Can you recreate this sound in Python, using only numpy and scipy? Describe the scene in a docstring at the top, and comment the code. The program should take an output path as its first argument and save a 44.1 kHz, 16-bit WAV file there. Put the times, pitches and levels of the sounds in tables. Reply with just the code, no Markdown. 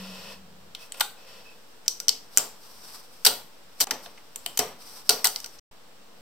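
"""A small room, where hands slide a new desktop printer's carriage aside and pull packing tape off its parts.
The carriage rubs along its rail, drags a humming belt and knocks once against the plastic. The tape hisses as
threads of glue part, then lets go in sharp snaps that crack the plastic, shake the hollow case and ring in the
room; fingers and tape ends tick in between. Partway through, the snaps' ringing, echoes and rattle stop dead
while the tape hiss goes on, and the whole sound drops out briefly before it ends on quiet room air."""
import sys
import numpy as np
from scipy import signal
from scipy.fft import rfft, irfft, next_fast_len
from scipy.io import wavfile
from scipy.ndimage import uniform_filter1d, map_coordinates

SR = 44100
rng = np.random.default_rng(int(sys.argv[2]) if len(sys.argv) > 2 else 0)


def unload_wav(signal):
    """Save mono or channel-first audio to the path in sys.argv[1] as 16-bit WAV at rate SR, clipped to [-1, 1]."""
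    wavfile.write(
        sys.argv[1],
        SR,
        np.round(np.clip(np.atleast_2d(signal).T, -1, 1) * 32767).astype(np.int16),
    )


N = 273852
TIME = np.arange(N) / SR
CUT_S, DROPOUT_S = 3.844, (5.597, 5.712)   # the snaps' ring, echoes and case rattle stop dead; later all sound drops out


def snaps_and_knocks(stutters=3, stutter_gap_s=0.0078, stutter_slip_s=0.004, mount_hz=758, case_lag_s=0.00255):
    """Tape or a clipped part lets go in two snaps and a dying stutter, and once the carriage knocks the same
    way; lists releases and case jolts."""
    # t/s, ring/dB, ring/Hz, knock/dB, knock/Hz, crack/dB, slip length/s, second snap's delay/s, second snap re
    # first/dB, loss per stutter/dB, case rattle/dB, panel ring/dB, room send/dB; the first row is the carriage
    # knocking
    snaps = [(1.0065, -24, 3990, -27.5, 1480, -19.5, 0.0025, 0.0025, 3, 26, -49, -65, -9.5),
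             (2.0823, -14.5, 5720, -41.5, 1530, -19.5, 0.00084, .0095, 0, 33, -48.5, -53, -12),
             (2.3733, -7.5, 7690, -29, 1466, -10.5, 0.00042, .0095, -8.5, 12, -36.5, -45, -13),
             (3.249, -14.5, 4900, -26, 1440, -10.5, 0.0071, .014, 2.5, 7.5, -32, -34.5, -9),
             (3.8024, -21.5, 6050, -35, 1760, -16, 0.0071, 0.0049, 2.5, 6, -38.5, -42, -7.5),
             (3.9088, -22.5, 5320, -28, 1790, -23.5, 0.0017, .0025, -6, 19, -36.5, -51, -10.5),
             (4.5738, -23, 6370, -39.5, 800, -19.5, 0.0033, .0168, 5.5, 13, -29, -34, -10),
             (5.0929, -13.5, 5460, -30, 1370, -11, 0.00027, 0.0034, -1.5, 9, -30.5, -34, -8.5),
             (5.2435, -18.5, 5070, -25.5, 1940, -12, 0.0038, 0.0082, -2, 5.5, -42, -42.5, -9.5)]
    ring_sag = 0.12   # the ring drops by this share with each slip, as the freed strip gets longer
    knock_keep = 0.11   # the knock sinks to the mount's lowest mode; share of the gap left per slip
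    rattle_tilt_db, panel_tilt_db = 3, -4.5   # per octave
    releases, jolts = [], []
    for (s, ring_db, ring_hz, knock_db, knock_hz, crack_db, slip_s, delay_s,
         second_db, loss_db, rattle_db, panel_db, room_db) in snaps:
        run = [(s, 0, slip_s), (s + delay_s, second_db, slip_s)]
        for k in range(1, stutters + 1):
            run.append((s + delay_s + k * stutter_gap_s, second_db - k * loss_db, stutter_slip_s))
        for k, (at_s, db, length_s) in enumerate(run):
            sagged_hz = ring_hz * (1 - ring_sag) ** k
            sunk_hz = mount_hz + (knock_hz - mount_hz) * knock_keep ** k
            releases.append((at_s, room_db, ring_db + db, sagged_hz, knock_db + db, sunk_hz,
                             crack_db + db, length_s))
        # the case takes the blow just after a point between the two snaps, nearer the stronger one
        jolt_s = s + case_lag_s + delay_s / (1 + from_db(-2 * second_db))
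        jolts.append((jolt_s, rattle_db, rattle_tilt_db, panel_db, panel_tilt_db))
    return releases, jolts


def finger_ticks(typical_slip_s=0.0024, typical_db=-39, room_db=-10.5, tilt_db_per_octave=3):
    """Fingers and tape ends tick on the plastic and nudge the case; lists releases and case jolts."""
    # t/s, ring/dB, ring/Hz, knock/dB, knock/Hz, crack/dB
    ticks = [(0.749, -34.5, 3440, -48.5, 2090, -41), (0.921, -31.5, 9000, -66, 716, -38),
             (0.9426, -45, 2840, -51, 680, -44), (0.971, -56, 3070, -51, 953, -40),
             (0.998, -39, 6070, -42, 1030, -30.5), (1.8597, -47, 6000, -53, 1900, -55),
             (1.8804, -14.5, 5890, -48, 1860, -20), (2.001, -29.5, 5500, -47, 1440, -29.5),
             (2.363, -45.5, 4500, -67.5, 1400, -41.5), (3.87, -36.5, 6700, -36, 760, -44),
             (4.059, -43.5, 3620, -42.5, 696, -60), (4.175, -49.5, 2610, -50, 2070, -64),
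             (4.3591, -30, 7540, -48, 920, -29.5), (4.4617, -29, 2900, -39, 696, -23.5),
             (5.2707, -21, 6140, -44, 1500, -18), (5.3605, -27, 5000, -44, 2060, -29.5),
             (5.401, -38.5, 5740, -64, 1960, -38), (5.4435, -33.5, 5360, -48.5, 1525, -39),
             (5.4602, -37.5, 5740, -56.5, 740, -37), (5.586, -46.5, 5500, -60, 650, -72)]
    releases, jolts = [], []
    for s, ring_db, ring_hz, knock_db, knock_hz, crack_db in ticks:
        slip_s = typical_slip_s * from_db(typical_db - ring_db)   # harder ticks slip faster
        releases.append((s, room_db, ring_db, ring_hz, knock_db, knock_hz, crack_db, slip_s))
        rattle_db, panel_db = knock_db - 8, knock_db - 24
        jolts.append((s, rattle_db, tilt_db_per_octave, panel_db, tilt_db_per_octave))
    return releases, jolts


def slips(slip_s, t60, release_db):
    """The force in a snap: one clean release, then a dense run of micro-slips that dies away."""
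    t = TIME[:SR // 32]
    force = energy_one(noise(len(t)) * from_db(-60 * np.maximum(t - slip_s, 0) / t60))
    force[:, 0] += from_db(release_db)
    return force


def snap(ring_db, ring_hz, knock_db, knock_hz, crack_db, slip_s, even_db=0, ring_q=4.4, knock_q=12):
    """One release: the ring of the plucked part, a duller knock of its mount and a bright crack."""
    # a short slip is one clean release that rings; a long one is a broad crackle
    release_db = even_db - 10 * np.log10(max(slip_s / 0.00022, 1))
    crackle = slip_s / (slip_s + 0.00094)
    broad_gain = from_db(-1)
    force = slips(slip_s, t60=0.013, release_db=release_db)
    ring = energy_one(resonance(band(force, ring_hz * 0.53, 8600), ring_hz, ring_hz / ring_q))
    ring += broad_gain * crackle * energy_one(band(force, 2400, 6500))
    force = slips(slip_s, t60=0.03, release_db=release_db - 2.5)
    knock = energy_one(resonance(band(force, 770, 2600), knock_hz, knock_hz / knock_q))
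    knock += broad_gain * energy_one(band(force, 630, 2400))
    force = slips(slip_s, t60=0.011, release_db=release_db - 12.5)
    crack = band(force, 7200, 14200, order=3)
    layers = [(ring_db, ring), (knock_db, knock), (crack_db, crack)]
    return np.sqrt(0.005 * SR) * sum(from_db(db) * energy_one(layer) for db, layer in layers)


def plastic(x, level_db=1):
    """The small plastic parts colour each snap with their sharp resonances."""
    # f/Hz, width/Hz, level/dB
    modes = [(754, 37, -9), (1420, 37, 2), (3063, 82, 4), (4030, 140, -5.5), (4510, 170, -3),
             (5620, 90, -4.5), (5910, 150, -3.5), (7850, 45, -7.5)]
    return from_db(level_db) * (x + resonances(x, modes))


def case_jolt(rattle_db, rattle_tilt_db, panel_db, panel_tilt_db, rise_s=0.0027, rattle_t60=0.43):
    """The hollow case takes up a blow over a few ms: a dense rattle of modes and clear panel tones."""
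    # spectrum of the rattle before its tilt: f/Hz, level/dB
    rattle_spectrum = [(55, -12), (90, -6.5), (150, -7.5), (260, -3.5), (340, -10), (450, -1.5),
                       (800, -7.5), (1150, -10), (1500, -19.5), (2200, -19.5), (4000, -25.5), (9000, -57.5)]
    # panel modes: f/Hz, level/dB, t60/s
    panels = [(259, -10.5, 0.2), (423.5, 3.5, 0.24), (458, -3.5, .25), (715, 4.5, 0.27), (954, -9, 0.35),
              (1375, -16, .22), (1483, -8.5, 0.32), (1940, -16.5, 0.27)]
    t = TIME[:SR // 2]
    tilted = [(hz, db + rattle_tilt_db * np.log2(hz)) for hz, db in rattle_spectrum]
    rattle = noise(len(t), tilted) * from_db(rattle_db - 60 * t / rattle_t60)
    tones = 0
    for (hz, db, t60), (scatter_db, phase) in zip(panels, rng.standard_normal((len(panels), 2))):
        tilt_db = panel_tilt_db * np.log2(hz / 500)   # a soft blow favours the low panels
        level_db = panel_db + db + tilt_db + scatter_db
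        tones = tones + from_db(level_db - 60 * t / t60) * np.sin(2 * np.pi * (hz * t + phase))
    return (rattle + tones) * (1 - np.exp(-t / rise_s))


def handling(start_s, end_s, room):
    """Snaps and ticks between two times, with their case jolts and echoes, all cut dead at the end."""
    direct, send, case, out = np.zeros((4, 2, N))
    snap_releases, snap_jolts = snaps_and_knocks()
    tick_releases, tick_jolts = finger_ticks()
    for s, room_db, *click in snap_releases + tick_releases:
        if start_s <= s < end_s:
            add(direct, s, snap(*click))
            # the room gathers what goes out in all directions, which evens out the colour
            all_round = snap(*click, even_db=16)
            add(send, s, all_round[:1] * from_db(room_db))
    for s, *blow in snap_jolts + tick_jolts:
        if start_s <= s < end_s:
            add(case, s, case_jolt(*blow))
    first, last = round(start_s * SR), round(end_s * SR)
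    echoes = signal.oaconvolve(send[:, first:last], room, axes=1)[:, :last - first]
    out[:, first:last] = plastic(direct[:, first:last] + echoes + 1e-18) + case[:, first:last]
    return out


def peeling(hiss_db=-2, strip_db=-5, flutter_db=2.1, rustle_db=-62.5, rustle_s=(1.38, 4.9)):
    """Threads of glue part in a grainy hiss that rings the taut strip and swells as each pull tightens."""
    # pulls on the tape: t/s, length/s, final level/dB, swell/dB
    pulls = [(0.78, .045, -46.5, 1), (2.306, 0.093, -30, 18.5), (2.597, 0.35, -41, 12),
             (3.112, 0.15, -49.5, 7), (3.745, 0.053, -41.5, 12), (3.989, 0.048, -45, 7),
             (4.367, 0.27, -52.5, 1.5), (4.782, 0.19, -42, 4), (5.032, 0.36, -43.5, 5),
             (5.445, 0.11, -52.5, 4.5)]
    # spectrum of the hiss: f/Hz, level/dB
    hiss_spectrum = [(100, -21.5), (400, -7), (1000, 2), (1500, -3), (2000, -8), (3700, -5.5), (7000, -8),
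                     (8500, 1.5), (13000, 2.5), (16000, -10), (18000, -41)]
    # resonances of the taut strip: f/Hz, width/Hz, level/dB
    strip_modes = [(4820, 460, -6.5), (5440, 810, 2.9)]
    hand = dict(attack_s=0.041, release_db_per_s=190.5)
    creep = from_db(rustle_db) * stroke(rustle_s[0], rustle_s[1] - rustle_s[0], **hand)
    for s, length_s, final_db, swell_db in pulls:
        tension = np.clip((TIME - s) / length_s, 0, 1) ** 4.2   # builds late in the pull
        creep += from_db(final_db - swell_db * (1 - tension)) * stroke(s, length_s, **hand)
    threads = noise(N, hiss_spectrum, diffuse=0.034) * from_db(drift(420))
    strip = rms_one(resonances(threads, strip_modes))
    flutter = from_db(flutter_db * drift(45))
    return (from_db(hiss_db) * threads + from_db(strip_db) * strip) * creep * flutter


def carriage(rub_db=-0.5, rail_db=-3, rough_db=0.5, squeak_hz=2590, squeak_width_hz=28):
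    """The sliding carriage's friction rings the rail, and one of its resonances squeaks faintly."""
    # pushes along the rail: t/s, length/s, friction/dB, squeak/dB
    pushes = [(-.04, .37, -44.5, -58), (0.776, 0.059, -51, -51), (0.922, 0.09, -50, -62),
              (1.153, 0.097, -54, -60), (1.257, 0.15, -51, -64), (1.432, 0.09, -59, -54)]
    # resonances of carriage and rail: f/Hz, width/Hz, level/dB
    rail_modes = [(525, 180, -9), (1000, 150, 1.5), (1394, 47, 1), (1840, 230, -3.5), (2600, 120, 1),
                  (2890, 101, -4), (3100, 82, -3), (4620, 190, 2), (5300, 240, 2.5)]
    # spectrum of the rubbing: f/Hz, level/dB
    rub_spectrum = [(150, -40), (250, -34), (501, 1), (845, -11), (2320, -13.5), (2570, -6), (4190, -8.5),
                    (5440, -13), (6470, -14.5), (8400, -12.5), (10500, -12), (13000, -11.5), (16000, -25)]
    rub_gain = squeak_gain = 0
    for s, length_s, friction_db, squeak_db in pushes:
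        push = stroke(s, length_s, attack_s=0.035, release_db_per_s=233)
        rub_gain += push * from_db(friction_db)
        squeak_gain += push ** 2 * from_db(squeak_db)
    rail = rms_one(resonances(noise(N), rail_modes))
    rub = from_db(rub_db) * noise(N, rub_spectrum) + from_db(rail_db) * rail
    squeak = rms_one(resonance(noise(N), squeak_hz, squeak_width_hz))
    return rub * rub_gain * from_db(rough_db * drift(66.9)) + squeak * squeak_gain


def belt(gear_hz=81, gear_db=-66, rumble_db=-61, wobble_db=1.9, stop_s=0.68, release_db_per_s=130):
    """The dragged belt drive hums unsteadily over a low gear tone and a rough rumble."""
    # the hum as the carriage is pushed: t/s, f/Hz, level/dB
    hum_curve = [(0.0, 186, -43), (0.144, 189.3, -44), (0.196, 187.2, -54), (0.366, 186.7, -63),
                 (0.418, 188.6, -57), (0.584, 183.2, -57), (0.636, 196, -62), (0.698, 172, -70),
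                 (0.74, 179, -66)]
    def wavering_tone(hz):
        return np.sqrt(2) * np.sin(2 * np.pi * np.cumsum(hz * (1 + 0.026 * drift(40))) / SR)
    hum_hz, hum_db = in_time(hum_curve)
    rumble = from_db(rumble_db) * rms_one(band(noise(N), 140, 227))
    gear = from_db(gear_db + wobble_db * drift(29)) * wavering_tone(gear_hz)
    hum = wavering_tone(hum_hz) * from_db(hum_db + wobble_db * drift(34.6))
    rolling = from_db(-release_db_per_s * np.clip(TIME - stop_s, 0, 1))
    return rolling * (hum + gear + rumble)


def room_response(bay_db=-6, bay_t60=0.12, predelay_s=0.002, wall_s=0.0041, wall_db=-10):
    """Quick echoes in the printer's bay, one near reflection and the tail of the room."""
    # decay of the room: f/Hz, t60/s
    room_t60 = [(200, 0.25), (1000, 0.36), (4000, 0.31), (9000, 0.31), (16000, 0.35)]
    t = TIME[:SR // 2]
    edges_hz = np.geomspace(150, 19000, 9)
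    tail = 0
    for low, high in zip(edges_hz, edges_hz[1:]):
        t60 = at_hz(room_t60, np.sqrt(low * high))
        tail += band(noise(len(t)), low, high) * from_db(-60 * t / t60)
    bay = noise(len(t)) * from_db(-60 * t / bay_t60)
    arrived = t > predelay_s
    response = energy_one(tail * arrived) + from_db(bay_db) * energy_one(bay * arrived)
    response[:, round(wall_s * SR)] += from_db(wall_db)
    return response


def room_air(level_db=-53):
    """A quiet, steady bed of air from all sides."""
    # spectrum of the air: f/Hz, level/dB
    air_spectrum = [(18, -53), (30, -14.5), (53, -15.5), (145, -11.5), (184, -7.5), (259, -9.5), (394, -12),
                    (449, -5), (584, -9.5), (1130, -11.5), (2230, -18), (2830, -16), (10800, -20.5),
                    (14400, -22.5), (16000, -28)]
    return from_db(level_db) * noise(N, air_spectrum, diffuse=0.55)


def noise(size, spectrum=None, diffuse=0.0):
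    """Stereo noise at rms 1, narrow in the bass and wide in the treble; diffuse widens it further."""
    # stereo image: f/Hz, left-right likeness/0-1
    likeness = [(100, 1), (600, 0.95), (1200, 0.7), (2500, 0.7), (5000, 0.22), (8000, 0.1), (14000, 0.43)]
    length = next_fast_len(size)
    hz = np.fft.rfftfreq(length, 1 / SR)
    mid, side = rfft(rng.standard_normal((2, length)))
    alike = np.clip(at_hz(likeness, hz) - diffuse, 0, 0.99)
    pair = np.sqrt(1 + alike) * mid + np.sqrt(1 - alike) * side * [[1], [-1]]
    if spectrum is not None:
        pair = pair * from_db(at_hz(spectrum, hz))
    return rms_one(irfft(pair, length)[:, :size])


def stroke(start_s, length_s, attack_s, release_db_per_s):
    """Envelope of one hand movement: attack, hold, release."""
    attack = np.clip((TIME - start_s) / attack_s, 0, 1)
    return attack * from_db(-release_db_per_s * np.clip(TIME - start_s - length_s, 0, 1))


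def drift(rate_hz):
    """Glide between random values of spread 1, rate_hz of them a second."""
    knots = rng.standard_normal(4000)
    return np.interp(TIME * rate_hz, np.arange(len(knots)), knots)


def resonance(x, hz, width_hz):
    """Two-pole resonance with gain 1 at its peak."""
    r = np.exp(-np.pi * width_hz / SR)
    feedback = [1, -2 * r * np.cos(2 * np.pi * hz / SR), r * r]
    return signal.lfilter(np.array([1, 0, -1]) * (1 - r * r) / 2, feedback, x)


def resonances(x, modes):
    """Ring a bank of parallel resonances."""
    return sum(from_db(db) * resonance(x, hz, width_hz) for hz, width_hz, db in modes)


def band(x, low_hz, high_hz, order=2):
    """Causal band-pass."""
    edges_hz = [low_hz, min(high_hz, SR / 2 - 1000)]
    return signal.sosfilt(signal.butter(order, edges_hz, "band", fs=SR, output="sos"), x)


def from_db(db):
    """Decibels to gain."""
    return 10 ** (np.asarray(db) / 20)


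def rms_one(x):
    """Scale to rms 1."""
    return x / np.sqrt(np.mean(x ** 2) + 1e-20)


def energy_one(x):
    """Scale to unit energy, averaged over the channels."""
    return rms_one(x) / np.sqrt(x.shape[-1])


def in_time(rows):
    """Read a table's curves at every sample."""
    s, *columns = np.transpose(rows)
    return [np.interp(TIME, s, c) for c in columns]


def at_hz(points, hz):
    """Read a table on a log-frequency axis."""
    f, value = np.transpose(points)
    return np.interp(np.log(np.maximum(hz, 1)), np.log(f), value)


def add(out, s, sound):
    """Mix a sound in at time s."""
    i = round(s * SR)
    out[:, i:i + sound.shape[1]] += sound[:, :N - i]


def scene(pan_db=0.52, right_lag_s=0.000011):
    """Snaps, carriage and tape, slightly to the left, over the air of the room."""
    room = room_response()
    snaps = handling(0, CUT_S, room) + handling(CUT_S, DROPOUT_S[0], room)
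    left, right = snaps + carriage() + belt() + peeling()
    right = map_coordinates(right, [(TIME - right_lag_s) * SR], order=3, mode="nearest")
    printer = np.array([left * from_db(pan_db), right * from_db(-pan_db)])
    return printer + room_air()


def record(dry, dc_offset=-0.0032, cutoff_hz=15750):
    """The microphone's treble dips, clipping at full scale, a small offset, the dropout and a top cut."""
    # dips in the microphone's response: f/Hz, width/Hz, left depth/0-1, right depth/0-1
    mic_dips = [(6576, 700, .78, 0.6), (10350, 2200, 1, 0.6), (12400, 7000, 0.32, 0.47)]
    x = dry
    for hz, width_hz, left, right in mic_dips:
        x = x - np.array([[left], [right]]) * resonance(x, hz, width_hz)
    audible = (TIME < DROPOUT_S[0]) | (TIME > DROPOUT_S[1])
    gate = uniform_filter1d(audible.astype(float), size=64)
    x = (np.clip(x, -1, 1) + dc_offset) * gate
    return signal.sosfilt(signal.ellip(10, 0.2, 80, cutoff_hz, fs=SR, output="sos"), x)


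dry = scene()
out = record(dry)
unload_wav(out)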